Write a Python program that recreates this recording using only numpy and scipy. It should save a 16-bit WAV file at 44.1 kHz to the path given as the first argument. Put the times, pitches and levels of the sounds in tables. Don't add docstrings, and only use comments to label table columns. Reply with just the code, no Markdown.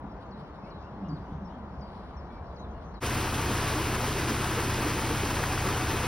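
import sys
import numpy as np
from scipy import signal
from scipy.fft import rfft, irfft, next_fast_len
from scipy.io import wavfile
from scipy.ndimage import uniform_filter1d

SR = 44100
rng = np.random.default_rng(int(sys.argv[2]) if len(sys.argv) > 2 else 0)


def master_out(mix):
    frames = np.transpose(np.atleast_2d(mix))
    ceiling = np.clip(frames, -1, 1)
    pcm = np.round(ceiling * 32767).astype(np.int16)
    wavfile.write(sys.argv[1], SR, pcm)


N = 267731

CHANGE_S = 2.999
TIME = np.arange(N) / SR
SIZE = next_fast_len(N, real=True)
BINS = np.maximum(np.arange(SIZE // 2 + 1) * SR / SIZE, 1)

# columns f/Hz, relative density/dB
SPRAY_SPECTRUM = [(1200, -40), (2800, 2.5), (4000, -2), (6300, 1), (10000, -6), (16000, -18)]


def from_db(db):
    return 10 ** (np.asarray(db) / 20)


def rms_one(x):
    return x / np.sqrt(np.mean(x ** 2) + 1e-20)


def at_hz(rows, hz):
    points, *columns = np.transpose(rows)
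    return [np.interp(np.log(hz), np.log(points), column) for column in columns]


def drift(rate):
    step = 40
    pole = np.exp(-2 * np.pi * rate * step / SR)
    white = rng.standard_normal(N // step + 2002)
    slow = signal.lfilter([1], [1, -2 * pole, pole * pole], white)[2000:]
    return np.interp(np.arange(N) / step, np.arange(len(slow)), rms_one(slow))


def add(track, s, sound):
    start = int(np.clip(s * SR, 0, N - 1))
    track[start:start + len(sound)] += sound[:N - start]


def colour(x, gain_db):
    return irfft(rfft(x, SIZE) * from_db(gain_db), SIZE)[:N]


def noise(spectrum):
    return rms_one(colour(rng.standard_normal(SIZE), at_hz(spectrum, BINS)[0]))


def turbulence(spectrum, patchy_db, rate):
    coloured = rfft(noise(spectrum), SIZE)
    half_octave = np.floor(2 * np.log2(np.clip(BINS, 45, spectrum[-1][0])))
    total = np.zeros(N)
    for k in np.unique(half_octave):
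        band = irfft(coloured * (half_octave == k), SIZE)[:N]
        total += band * from_db(patchy_db * drift(rate))
    return rms_one(total)


def scatter(x, t60):
    t = TIME[:int(t60 * SR)]
    echoes = rng.standard_normal(len(t)) * from_db(-60 * t / t60)
    return signal.fftconvolve(x, echoes / np.linalg.norm(echoes))[:N]


def at_ports(direct, diffuse, ports):
    likeness, lead, balance_db = at_hz(ports, BINS)
    likeness = np.clip(likeness, 0, 1)
    sides = np.array([[1], [-1]])
    common = np.sqrt((1 + likeness) / 2) * rfft(direct, SIZE)
    opposed = sides * np.sqrt((1 - likeness) / 2) * rfft(diffuse, SIZE)
    gain = from_db(sides * balance_db / 2)
    phase = np.exp(.5j * sides * lead)
    return irfft((common + opposed) * gain * phase, SIZE)[:, :N]


def waves():
    # columns start t/s, length/s, level/dB
    passing = [(0.0, 0.077, -43), (0.32, 0.26, -46), (0.884, 0.1, -46.5), (0.997, 0.24, -41),
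               (1.3, 0.16, -46), (1.71, 0.12, -46)]
    attack_s, release_s = 0.027, 0.046
    swell = np.zeros(N)
    for s, length, db in passing:
        rise = np.clip((TIME - s) / attack_s, 0, 1)
        ebb = np.clip((s + length - TIME) / release_s + .5, 0, 1)
        swell += from_db(db) * rise * ebb
    return swell


def wash():
    # columns f/Hz, relative density/dB
    rumble_spectrum = [(15, -65), (30, -25), (50, -6), (68, -1.5), (92, -16), (130, -16), (300, -52),
                       (900, -74)]
    # columns f/Hz, relative density/dB
    wash_spectrum = [(50, -26), (110, -9), (145, -1), (200, 5), (240, -9.5), (285, -7), (380, -22),
                     (900, -57), (2500, -88)]
    rumble_db, rumble_db_per_s, wash_db = -51, 2, -50
    roll_lag_s, roll_db, roll_ref_db = 0.032, -41.5, -40
    roll_growth = 3.8
    swell = waves()
    late_swell = np.interp(TIME - roll_lag_s, TIME, swell)
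    roll = from_db(roll_db) * (late_swell / from_db(roll_ref_db)) ** roll_growth
    rumble_level = np.hypot(from_db(rumble_db + rumble_db_per_s * TIME), roll)
    wash_level = np.hypot(from_db(wash_db), swell)
    rumble = rumble_level * turbulence(rumble_spectrum, patchy_db=-1.5, rate=16)
    return rumble + wash_level * turbulence(wash_spectrum, patchy_db=4.0, rate=8.8)


def canal_air():
    # columns f/Hz, relative density/dB
    air_spectrum = [(15, -25), (45, 5), (120, 0.5), (350, -2), (480, -3), (700, -1.5), (1000, -2),
                    (1400, -10.5), (2000, -21), (2600, -27), (3500, -30), (5200, -37.5), (6500, -44),
                    (8000, -56), (12000, -56), (16000, -71)]
    return from_db(-44.5) * turbulence(air_spectrum, patchy_db=0.85, rate=10.0)


def leaves(rustle_db=-74):
    # columns f/Hz, relative density/dB
    rustle_spectrum = [(1200, -31), (2700, 5), (4500, 2.5), (6300, 0.5), (8000, -27.5), (13000, -23)]
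    return from_db(rustle_db) * turbulence(rustle_spectrum, patchy_db=6.0, rate=7)


def hull(push_s=0.0055, upper_hz=100):
    # columns t/s, level/dB, extra level of the upper modes/dB
    slops = [(0.017, -40, -5), (1.317, -33.5, -2), (1.77, -39.5, -6), (2.157, -38, -9), (2.213, -37.5, -6),
             (2.404, -42, -9), (2.635, -35, -11), (2.765, -36, -21)]
    # columns mean f/Hz, relative level/dB, t60/s
    modes = [(60, 5.5, 0.14), (71, 0.5, 0.28), (140, 6.5, 0.21), (171, 4, 0.18), (214, -1, 0.19)]
    out, t = np.zeros(N), TIME[:SR // 2]
    for s, slop_db, upper_db in slops:
        for hz, mode_db, t60 in modes:
            swell = (1 - np.exp(-t / push_s)) ** 2 * from_db(-60 * t / t60)
            detuned_hz = hz * (1 + rng.normal(0, 0.087))
            ring = np.sin(2 * np.pi * detuned_hz * t)
            level_db = slop_db + mode_db + upper_db * (hz > upper_hz)
            add(out, s, from_db(level_db) * swell * ring)
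    return out


def bird(notes, swoop_s, arch, fade_db):
    out = np.zeros(N)
    for s, start_hz, held_hz, end_hz, length, level_db in notes:
        t = TIME[:int(length * SR)]
        age = t / length
        swoop = (start_hz - held_hz) * np.exp(-(t / swoop_s) ** 1.4)
        flick = (end_hz - held_hz) * age ** 6
        hz = held_hz * (1 + arch * age ** 3 * (1 - age)) + swoop + flick
        edges = np.minimum(1, np.minimum(t, length - t) / .008)
        tone = np.sin(2 * np.pi * np.cumsum(hz) / SR)
        add(out, s, edges * from_db(level_db - fade_db * age) * tone)
    return out


def chorus(count=170, low_hz=2400, high_hz=5400, level_db=-75.5, bend=.25):
    when, pitch, start, end, length = rng.random((count, 5)).T
    hz = low_hz * (high_hz / low_hz) ** pitch
    start_hz = hz * (1 + bend * (start - .5))
    end_hz = hz * (1 + bend * (end - .5))
    notes = [when * CHANGE_S, start_hz, hz, end_hz, .03 + .04 * length, np.full(count, level_db)]
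    return bird(np.transpose(notes), swoop_s=.02, arch=.2, fade_db=3)


def far_birds():
    # columns t/s, starting f/Hz, held f/Hz, ending f/Hz, length/s, relative level/dB
    warble = [(.615, 2490, 2580, 2900, 0.063, -64), (.645, 2150, 2270, 2450, 0.074, -65),
              (.675, 2750, 2900, 3100, .05, -67), (.825, 2670, 2650, 3120, 0.055, -63.5),
              (1.04, 2870, 2760, 2980, 0.049, -64.5), (1.205, 5000, 4450, 4200, 0.027, -72),
              (1.25, 2950, 2910, 3400, 0.076, -71), (1.3, 3200, 3600, 4200, 0.046, -70),
              (1.49, 2850, 3080, 3380, 0.06, -66), (2.085, 3020, 2950, 2900, .04, -67),
              (.775, 3930, 3450, 3100, .04, -71), (2.3, 3300, 3580, 4400, 0.046, -70),
              (2.295, 2300, 2285, 2230, 0.1, -64), (2.73, 2950, 2760, 2550, 0.05, -71)]
    hoarseness = .9 + .35 * drift(130)
    song = bird(warble, swoop_s=.02, arch=.2, fade_db=2) * hoarseness
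    in_trees = song + chorus()
    ahead = from_db(-2.3) * song + from_db(-6.5) * scatter(in_trees, t60=.15)
    around = np.array([scatter(in_trees, t60=.3) for port in range(2)])
    return ahead + from_db(-3) * around


def splashes(grain_db=3):
    # columns middle t/s, length/s, level/dB
    ripples = [(.225, 0.037, -64), (0.398, 0.054, -65), (0.477, .025, -68), (.555, .04, -70),
               (0.677, 0.055, -67), (1.18, 0.054, -68), (1.59, .04, -72), (1.95, 0.19, -67),
               (2.082, 0.18, -69.5), (2.34, .06, -70), (2.52, .05, -73), (2.835, .06, -70)]
    # columns f/Hz, relative density/dB
    droplet_spectrum = [(800, -27), (2500, 8), (4500, 11), (6500, -12), (10000, -9), (13000, -27),
                        (16000, -36)]
    swell = sum(from_db(db) * np.exp(-(2 * (TIME - s) / length) ** 2) for s, length, db in ripples)
    return swell * rms_one(noise(droplet_spectrum) * from_db(grain_db * drift(150)))


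def hedge_bird():
    # columns t/s, syllable, relative level/dB, fade over the note/dB
    song_notes = [(.306, "low", -60, 7), (.696, "low", -58.5, 4), (1.081, "mid", -56, 2),
                  (1.442, "high", -65.5, 0), (1.804, "mid", -58.5, 7), (2.162, "high", -64.5, 4),
                  (2.555, "low", -59.5, -4), (2.937, "low", -57.5, 2)]
    syllables = {"low": [(0, 6700, -13), (.013, 4500, -1), (.022, 4120, 0), (.045, 3880, -3),
                 (.07, 4110, -3), (.085, 3800, -5), (.104, 3300, -5)], "mid": [(0, 6900, -13),
                 (.014, 4800, 0), (.032, 4520, -1), (.067, 4760, -5), (.08, 4450, -5), (.093, 3850, -3),
                 (.105, 3550, -8)], "high": [(0, 6500, -10), (.011, 5500, 0), (.036, 5250, 0),
                 (.048, 4600, -6), (.06, 4050, -5), (.08, 3650, -7), (.095, 3400, -12)]}
    flutter_db = 1.2
    lag_s, left_db, echo_db = .000135, 3.5, -10.5
    song = np.zeros(N)
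    for s, name, note_db, fade_db in song_notes:
        when, pitch_hz, level_db = np.transpose(syllables[name])
        t = TIME[:int(when[-1] * SR)]
        hz = uniform_filter1d(np.interp(t, when, pitch_hz), size=400, mode="nearest")
        edges = np.minimum(1, np.minimum(t, when[-1] - t) / .006)
        level = from_db(note_db + np.interp(t, when, level_db) - fade_db * t / when[-1])
        add(song, s, edges * level * np.sin(2 * np.pi * np.cumsum(hz) / SR))
    song = song * from_db(flutter_db * drift(35))
    left = np.roll(song, round(lag_s * SR)) * from_db(left_db / 2)
    right = song * from_db(-left_db / 2)
    echoes = np.array([scatter(song, t60=.7) for port in range(2)])
    return np.array([left, right]) + from_db(echo_db) * echoes


def glugs(rows, rough):
    out = np.zeros(N)
    for s, start_hz, end_hz, length, level_db in rows:
        age = TIME[:int(length * SR)] / length
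        hz = start_hz * (end_hz / start_hz) ** age
        swell = np.sqrt(np.sin(np.pi * age))
        add(out, s, from_db(level_db) * swell * np.sin(2 * np.pi * np.cumsum(hz) / SR))
    return out * (1 + rough * drift(23))


def canal():
    # columns t/s, starting f/Hz, ending f/Hz, length/s, level/dB
    hollows = [(.96, 329, 265, 0.1, -46), (.96, 207.4, 190, 0.16, -40), (1.37, 225, 159, .15, -39.5),
               (1.5, 278.7, 156.7, .31, -44)]
    # columns f/Hz, likeness (0-1), left lead/rad, left minus right/dB
    canal_ports = [(70, .97, 0, 0), (130, .955, 0, 0), (250, .988, 0, -.2), (450, .94, .1, -.6),
                   (550, .87, .25, .7), (650, .84, 0, 3.3), (800, .8, 0, 4), (1000, .87, -.6, 4.3),
                   (1300, .89, -.73, 3.3), (1600, .89, -.6, 1.5), (1900, .8, -.35, .4),
                   (2200, .45, -.9, -.5), (2500, .55, -2.4, -.6), (4000, .65, -3.3, 1), (5600, .7, -4.7, 1),
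                   (7400, .85, -3.1, 0), (10400, .8, 0, 0), (13400, .7, 3.1, 0)]
    direct = canal_air() + wash() + glugs(hollows, rough=0.41) + hull() + splashes() + leaves()
    diffuse = canal_air() + wash() + splashes() + leaves()
    return at_ports(direct, diffuse, canal_ports) + hedge_bird() + far_birds()


def engine(wander=0.0017, uneven_db=1.37):
    # columns multiple of the firing rate, mean level/dB rms
    firing_orders = [(1, -43.5), (1.25, -58), (1.75, -48.5), (2, -48), (2.25, -50), (2.5, -43.5),
                     (2.75, -47), (3, -40.5), (3.25, -48.5), (3.5, -55), (3.75, -46.5), (4, -39),
                     (4.25, -54), (5, -47), (7, -47.5), (10, -49.5)]
    # columns mean f/Hz, mean level/dB rms
    pump_tones = [(49.7, -56), (68.2, -50), (100.2, -51), (161.1, -51.5)]
    firing_hz = 31.43
    turns = np.cumsum(firing_hz * (1 + wander * drift(1.76))) / SR
    orders = list(firing_orders) + [(hz / firing_hz, db) for hz, db in pump_tones]
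    out = np.zeros(N)
    for order, db in orders:
        amplitude = np.sqrt(2) * from_db(db + uneven_db * drift(5.0))
        out += amplitude * np.sin(2 * np.pi * (order * turns + rng.random()))
    return out


def drops(spectrum, per_s, spread_db):
    falls = rng.random(N) < per_s / SR
    ticks = falls * rng.choice([-1, 1], N) * from_db(spread_db * rng.random(N))
    return rms_one(colour(ticks, at_hz(spectrum, BINS)[0]))


def bubble(hz, t60, rise):
    t = TIME[:int(t60 * SR)]
    return np.sin(2 * np.pi * hz * t * (1 + rise * t / t60 / 2)) * from_db(-60 * t / t60)


def bubbles(count, low_hz, high_hz, cycles, rise, spread_db):
    # columns f/Hz, relative level/dB
    bubble_spectrum = [(60, -43), (200, 0.5), (330, 7.5), (600, -3), (1100, 3), (2500, -5), (5000, -5)]
    out = np.zeros(N)
    for when, size, strength, life in rng.random((count, 4)):
        hz = low_hz * (high_hz / low_hz) ** size
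        ring = bubble(hz, cycles * (.5 + life) / hz, rise)
        add(out, when * N / SR, ring * from_db(spread_db * strength) * np.sqrt(hz))
    return rms_one(colour(out, at_hz(bubble_spectrum, BINS)[0]))


def splats():
    # columns middle t/s, length/s, relative slap level/dB, relative spray level/dB
    lumps = [(3.068, 0.018, -46, -36.5), (3.352, 0.031, -46, -38), (3.418, .01, -39, -38),
             (3.52, 0.02, -37, -53), (3.58, .02, -40, -42), (3.683, .013, -33, -44), (3.703, .04, -38, -41),
             (3.949, .024, -37, -38.5), (4.043, .014, -35, -45), (4.075, 0.047, -46, -39),
             (4.19, 0.039, -42, -42), (4.3, .03, -37, -38), (4.446, .015, -47, -38),
             (4.513, 0.013, -38, -48), (4.605, 0.034, -32.5, -52), (4.644, .018, -39, -39.5),
             (4.704, .018, -35, -45), (4.743, 0.017, -48, -40), (4.824, 0.025, -34, -48),
             (4.882, 0.05, -35.5, -48), (4.99, .017, -41, -48), (5.163, 0.011, -39, -48),
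             (5.254, 0.014, -52, -39), (5.307, 0.025, -35, -42.5), (5.363, .026, -48, -38),
             (5.439, 0.014, -30.5, -50), (5.533, 0.018, -36.5, -42), (5.664, 0.032, -33, -44),
             (5.691, 0.011, -30, -53), (5.772, 0.016, -36, -50), (5.91, .03, -34, -42),
             (6.029, 0.0097, -41, -43)]
    # columns f/Hz, relative density/dB
    slap_spectrum = [(300, -28), (750, -1.5), (1150, 4), (2600, -8), (4500, -18)]
    slap, spray = np.zeros(N), np.zeros(N)
    for s, length, slap_db, spray_db in lumps:
        shape = np.exp(-np.minimum((2 * (TIME - s) / length) ** 2, 30))
        slap += from_db(slap_db) * shape
        spray += from_db(spray_db) * shape
    slaps = slap * drops(slap_spectrum, per_s=3600, spread_db=3)
    return slaps + spray * drops(SPRAY_SPECTRUM, per_s=6000, spread_db=10)


def chamber(x):
    # columns f/Hz, width/Hz, lift/dB
    resonances = [(733, 33, 2.5), (897, 71, 2.5), (1002, 45, 4), (1155, 60, 2), (1290, 56, 2),
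                  (1620, 43, 2.5), (2520, 35, 3)]
    lift_db = sum(db * np.exp(-(2 * (BINS - hz) / width) ** 2) for hz, width, db in resonances)
    return colour(x, lift_db)


def lock():
    # columns t/s, relative level/dB
    surge = [(3.05, 0.1), (3.2, 0.5), (3.33, -1), (3.52, 0.4), (3.72, 0.3), (3.95, 0), (4.15, -0.3),
             (4.45, 0), (4.61, -0.3), (4.72, 0), (5.1, 0), (5.55, -0.2), (6.05, 0)]
    # columns f/Hz, relative density/dB
    pour_spectrum = [(18, -35), (35, -12), (60, -10), (100, -4), (150, -3), (350, -0.7), (600, -5.5),
                     (1000, -6), (1500, -6.5), (2000, -9.5), (2600, -9.5), (3700, -16.5), (6300, -17),
                     (16000, -25)]
    # columns f/Hz, relative density/dB
    wall_spectrum = [(18, -30), (35, 4), (110, 3.5), (350, 0.5), (600, -5.5), (1000, -3.5), (2600, -8.5),
                     (3700, -15), (6300, -16), (16000, -24)]
    # columns t/s, starting f/Hz, ending f/Hz, length/s, relative level/dB
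    gulps = [(3.19, 367, 390, 0.093, -33.5), (3.455, 335, 436, 0.067, -32.5), (3.497, 227, 212, 0.044, -28),
             (3.515, 1030, 1110, 0.039, -31.5), (3.745, 283, 320, 0.046, -25.5),
             (3.785, 304, 343, 0.038, -30), (3.85, 345, 365, 0.025, -32), (3.915, 423, 340, 0.059, -32),
             (3.925, 1027, 1053, 0.047, -32), (4.02, 507, 550, 0.028, -31), (4.03, 866, 894, 0.035, -33),
             (4.15, 380, 400, 0.034, -32), (4.28, 215, 231, 0.049, -28.5), (4.305, 332, 357, 0.021, -29.5),
             (4.428, 300, 324, .035, -29.5), (4.485, 365, 390, 0.019, -27), (4.568, 420, 515, 0.027, -24.5),
             (4.595, 327, 347, 0.041, -38), (4.835, 289.5, 333, 0.088, -29.5),
             (4.915, 292, 307, 0.059, -34), (4.955, 342, 368, 0.047, -30), (4.97, 880, 910, 0.042, -33),
             (5.04, 325, 357, 0.034, -27), (5.08, 352, 500, 0.044, -29), (5.228, 390, 410, 0.017, -28),
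             (5.492, 744, 754, 0.038, -33), (5.65, 186, 204, 0.031, -29), (5.745, 753, 775, .035, -35),
             (5.797, 746, 750, 0.038, -34), (5.872, 315, 338, 0.045, -33), (5.935, 370, 394, 0.029, -29.5)]
    # columns f/Hz, likeness (0-1), left lead/rad, left minus right/dB
    lock_ports = [(240, 1, 0, 0), (330, .992, 0, -.3), (400, .982, 0, -.3), (550, .95, .1, .9),
                  (800, .978, 0, 3.3), (1000, .99, 0, 3.7), (1400, .986, 0, 3.9), (1750, .982, 0, 0),
                  (2150, .965, .08, 0), (2480, .86, .62, 0), (2750, .88, .3, 0), (2950, .97, .1, 0),
                  (3400, .995, 0, 0), (4050, .93, .1, 0), (4400, .74, .72, 0), (5000, .95, .08, 0),
                  (5300, .82, .35, 0), (5600, .75, .87, 0), (6200, .71, 2, 0), (6750, .8, 2.8, 0),
                  (7350, .97, 3.14, 0), (8000, .8, 3.6, 0), (8600, .68, 4.35, 0), (9400, .68, 5.3, 0),
                  (10400, .95, 6.28, 0), (11800, .64, 7.5, 0), (12700, .7, 8.8, 0), (13600, .97, 9.42, 0),
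                  (14800, .55, 10.6, 0), (16000, .5, 12.6, 0)]
    pour_db = -34.5
    flow = from_db(pour_db + np.interp(TIME, *np.transpose(surge)))
    roar = from_db(2.0) * turbulence(pour_spectrum, patchy_db=0.65, rate=18.0)
    patter = from_db(-12.0) * drops(SPRAY_SPECTRUM, per_s=900, spread_db=12)
    fizz = bubbles(count=5000, low_hz=641, high_hz=5440, cycles=13.7, rise=0.032, spread_db=18.0)
    churn = bubbles(count=700, low_hz=196.6, high_hz=550, cycles=25.4, rise=0.47, spread_db=26.0)
    jets = flow * (roar + patter + from_db(-6.0) * fizz + from_db(-6.5) * churn)
    water = jets + from_db(-0.5) * splats()
    direct = chamber(water) + from_db(-4.0) * glugs(gulps, rough=0.22) + engine()
    off_walls = flow * from_db(1.5) * noise(wall_spectrum)
    return at_ports(direct, off_walls, lock_ports)


def scene():
    canal_fade_s, lock_fade_s = .02, .033
    leaving = np.clip((CHANGE_S - TIME) / canal_fade_s, 0, 1)
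    arriving = np.clip((TIME - CHANGE_S) / lock_fade_s, 0, 1) ** 2
    return np.sqrt(leaving) * canal() + arriving * lock()


def record(dry):
    cutoff_hz = 15750
    return signal.sosfilt(signal.ellip(12, .1, 90, cutoff_hz, fs=SR, output="sos"), dry)


dry = scene()
out = record(dry)
master_out(out)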